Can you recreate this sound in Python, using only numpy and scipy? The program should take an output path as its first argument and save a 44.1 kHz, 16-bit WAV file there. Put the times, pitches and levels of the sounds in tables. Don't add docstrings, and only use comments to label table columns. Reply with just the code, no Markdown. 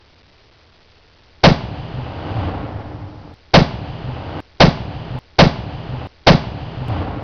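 import sys
import numpy as np
from scipy.fft import rfft, irfft, next_fast_len
from scipy.io import wavfile

SR = 44100
rng = np.random.default_rng(int(sys.argv[2]) if len(sys.argv) > 2 else 0)


def put_to_file(sound):
    columns = np.atleast_2d(sound).T
    safe = np.clip(columns, -1, 1)
    whole_steps = np.round(safe * 32767)
    wavfile.write(sys.argv[1], SR, whole_steps.astype(np.int16))


N = 318843
TIME = np.arange(N) / SR

SHOT_S, BOOM_S = 1.4372, 1.4697
TREE_LINE_S = 1.015
FULL_SCALE, STEPS = 0.71, 128

# frequency_hz, relative level_db
ROAR_COLOUR = [(80, -25.5), (200, 1.5), (300, 2), (370, -1), (550, -0.5), (820, 1), (1100, -6.5),
               (1500, -11), (2200, -18.5), (3500, -27.5), (6000, -51.5)]
# frequency_hz, relative level_db
FIZZ_COLOUR = [(900, -15), (1500, -4), (2300, -2), (2950, 4), (3700, -5), (4900, -7), (5500, -22),
               (6200, -40.5)]


def amp(db):
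    return 10 ** (np.asarray(db) / 20)


def unit(x):
    return x / np.sqrt(np.mean(x ** 2) + 1e-20)


def coloured(x, points, top_hz=SR):
    size = next_fast_len(N + 8192)
    hz = np.fft.rfftfreq(size, 1 / SR)
    point_hz, point_db = np.transpose(points)
    curve_db = np.interp(np.log(hz + 1), np.log(point_hz), point_db)
    gain = amp(curve_db) * (hz < top_hz)
    return irfft(rfft(x, size) * gain, size)[:N]


def closed_off(points):
    return list(points) + [(2 * points[-1][0], -120)]


def noise(points):
    return unit(coloured(rng.standard_normal(N), closed_off(points)))


def scatter(points, per_second):
    arrivals = rng.random(N) < per_second / SR
    return unit(coloured(arrivals * rng.standard_normal(N), closed_off(points)))


def decay(start, t60, attack):
    t = np.maximum(TIME - start, 0)
    return (1 - np.exp(-t / attack)) * 1000 ** (-t / t60)


def onset(start, rise):
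    return 1 - np.exp(-(np.maximum(TIME - start, 0) / rise) ** 2)


def fading(db, fall_db_per_s):
    return amp(db - fall_db_per_s * np.maximum(TIME - SHOT_S, 0))


def far_answer(db, rise_db_per_s, fall_db_per_s):
    t = TIME - SHOT_S - TREE_LINE_S
    return amp(db - rise_db_per_s * np.maximum(-t, 0) - fall_db_per_s * np.maximum(t, 0))


def background():
    # frequency_hz, relative level_db
    air_colour = [(60, -4), (180, -9.5), (420, -4.5), (700, -8.5), (1200, -13), (3000, -16), (5200, -17.5),
                  (5900, -29.5)]
    # frequency_hz, relative level_db
    buffet_colour = [(8, -2), (30, -7), (60, -5.5), (86, -1.5), (130, -10.5), (300, -31.5)]
    air_db, breeze_db = -56, -55.5
    gust_start_s, gust_length_s, gust_db = 1.15, 2.5, 12
    gust = np.sin(np.pi * np.clip((TIME - gust_start_s) / gust_length_s, 0, 1))
    air = amp(air_db) * noise(air_colour)
    breeze = amp(breeze_db + gust_db * gust) * noise(buffet_colour)
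    return air + breeze


def rolling_echo():
    # frequency_hz, relative level_db
    rumble_colour = [(20, -39.5), (45, -9.5), (75, -2), (110, -2.5), (155, -3), (220, -16.5), (400, -32)]
    # frequency_hz, relative level_db
    hollow_colour = [(55, -26), (85, -4), (101, -1.5), (118, -9), (170, -37), (270, -25.5), (303, -6),
                     (335, -28), (500, -49.5)]
    rumble_gain = np.hypot(fading(db=-27.0, fall_db_per_s=8.5),
                           far_answer(db=-29.5, rise_db_per_s=68, fall_db_per_s=24))
    roar_gain = np.hypot(fading(db=-32.5, fall_db_per_s=11.5),
                         far_answer(db=-27.0, rise_db_per_s=20, fall_db_per_s=22))
    drone_gain = far_answer(db=-27, rise_db_per_s=30, fall_db_per_s=17)
    leaves_gain = far_answer(db=-41.5, rise_db_per_s=13.5, fall_db_per_s=55)
    rumble = rumble_gain * scatter(rumble_colour, per_second=460)
    roar = roar_gain * scatter(ROAR_COLOUR, per_second=4500)
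    drone = drone_gain * noise(hollow_colour)
    leaves = leaves_gain * noise(FIZZ_COLOUR)
    return onset(SHOT_S, rise=0.078) * (rumble + roar + drone + leaves)


def slaps():
    # start_s, level_db
    tree_slaps = [(1.515, -19), (1.705, -27), (1.906, -22.5), (1.985, -24), (2.425, -24.5)]
    envelope = np.zeros(N)
    for start_s, level_db in tree_slaps:
        envelope += amp(level_db) * decay(start_s, t60=0.068, attack=0.0065)
    return envelope * noise(ROAR_COLOUR)


def thumps():
    # start_s, level_db, pitch_hz, t60_s, rise_s
    boom_echoes = [(1.5158, 3, 175.6, 0.027, 0.00076), (1.939, -13.5, 116.3, 0.1, 0.0057),
                   (1.979, -8, 124.4, 0.12, .014), (2.346, -8.5, 120.4, 0.14, .014),
                   (2.379, -5.5, 104.6, 0.086, 0.011), (3.01, -18, 100.9, 0.21, .014)]
    total = np.zeros(N)
    for start_s, level_db, pitch_hz, t60_s, rise_s in boom_echoes:
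        swing = np.sin(2 * np.pi * pitch_hz * (TIME - start_s))
        total += amp(level_db) * decay(start_s, t60_s, rise_s) * swing
    return total


def fireball():
    return onset(SHOT_S, rise=0.043) * fading(db=-42.5, fall_db_per_s=12) * noise(FIZZ_COLOUR)


def fireball_push(start_hz=230, end_hz=112, sag_s=0.00711, width_s=0.0085):
    t = np.maximum(TIME - BOOM_S, 0)
    cycles = end_hz * t + (start_hz - end_hz) * sag_s * (1 - np.exp(-t / sag_s))
    swell = np.exp(-(t / width_s - 1) ** 2)
    return amp(5) * swell * np.sin(2 * np.pi * cycles)


def blast():
    # frequency_hz, relative level_db
    crack_colour = [(30, -3.5), (150, 6.5), (280, 0.5), (450, -1), (650, 3), (860, 0.5), (1150, -7),
                    (1900, -8.5), (3000, -11), (4900, -11.5), (5600, -17.5), (6200, -40)]
    # frequency_hz, relative level_db
    boom_colour = [(15, -7.5), (35, -3), (70, -22.5), (135, -5.5), (200, -5), (260, -7), (400, -13.5),
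                   (900, -38.5)]
    lead = amp(-16.0) * decay(SHOT_S - 0.0045, t60=0.13, attack=0.0024)
    direct = amp(4.5) * decay(SHOT_S, t60=0.14, attack=0.003)
    nearby = amp(-12.0) * decay(SHOT_S, t60=0.44, attack=0.0043)
    boom = amp(-6.5) * decay(BOOM_S, t60=0.22, attack=0.0014)
    return (lead + direct + nearby) * noise(crack_colour) + boom * noise(boom_colour)


def scene():
    echoes = rolling_echo() + slaps() + thumps()
    explosion = fireball() + fireball_push() + blast()
    return (background() + echoes + explosion)[None]


def converter(x, count=4):
    kept = np.zeros(N)
    kept[::count] = (np.floor(x[::count] * STEPS) + 0.5) / STEPS
    return count * kept


def replay(explosion):
    # start_s, source_s (the moment in the explosion that the piece starts from)
    pieces = [(0, 0), (3.341, 1.239), (4.405, 1.239), (5.190, 1.239), (6.071, 1.239), (6.884, 2.352)]
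    starts, sources = np.round(np.transpose(pieces) * SR).astype(int)
    piece = np.searchsorted(starts, np.arange(N), side="right") - 1
    return explosion[np.arange(N) - starts[piece] + sources[piece]]


def record(dry, hardness=5):
    # frequency_hz, level_db
    camera_band = [(20, 0.5), (4700, 0), (5400, -4), (6000, -12.5), (6400, -24), (6800, -41), (7900, -43),
                   (8300, -71.5)]
    band_hz, top_hz = 8100, 15900
    drive = dry[0] / FULL_SCALE
    squashed = drive / (1 + np.abs(drive) ** hardness) ** (1 / hardness)
    digitised = FULL_SCALE * converter(squashed)
    joined = replay(coloured(digitised, camera_band, band_hz))
    return coloured(joined, [(top_hz, 0)], top_hz)[None]


dry = scene()
out = record(dry)
put_to_file(out)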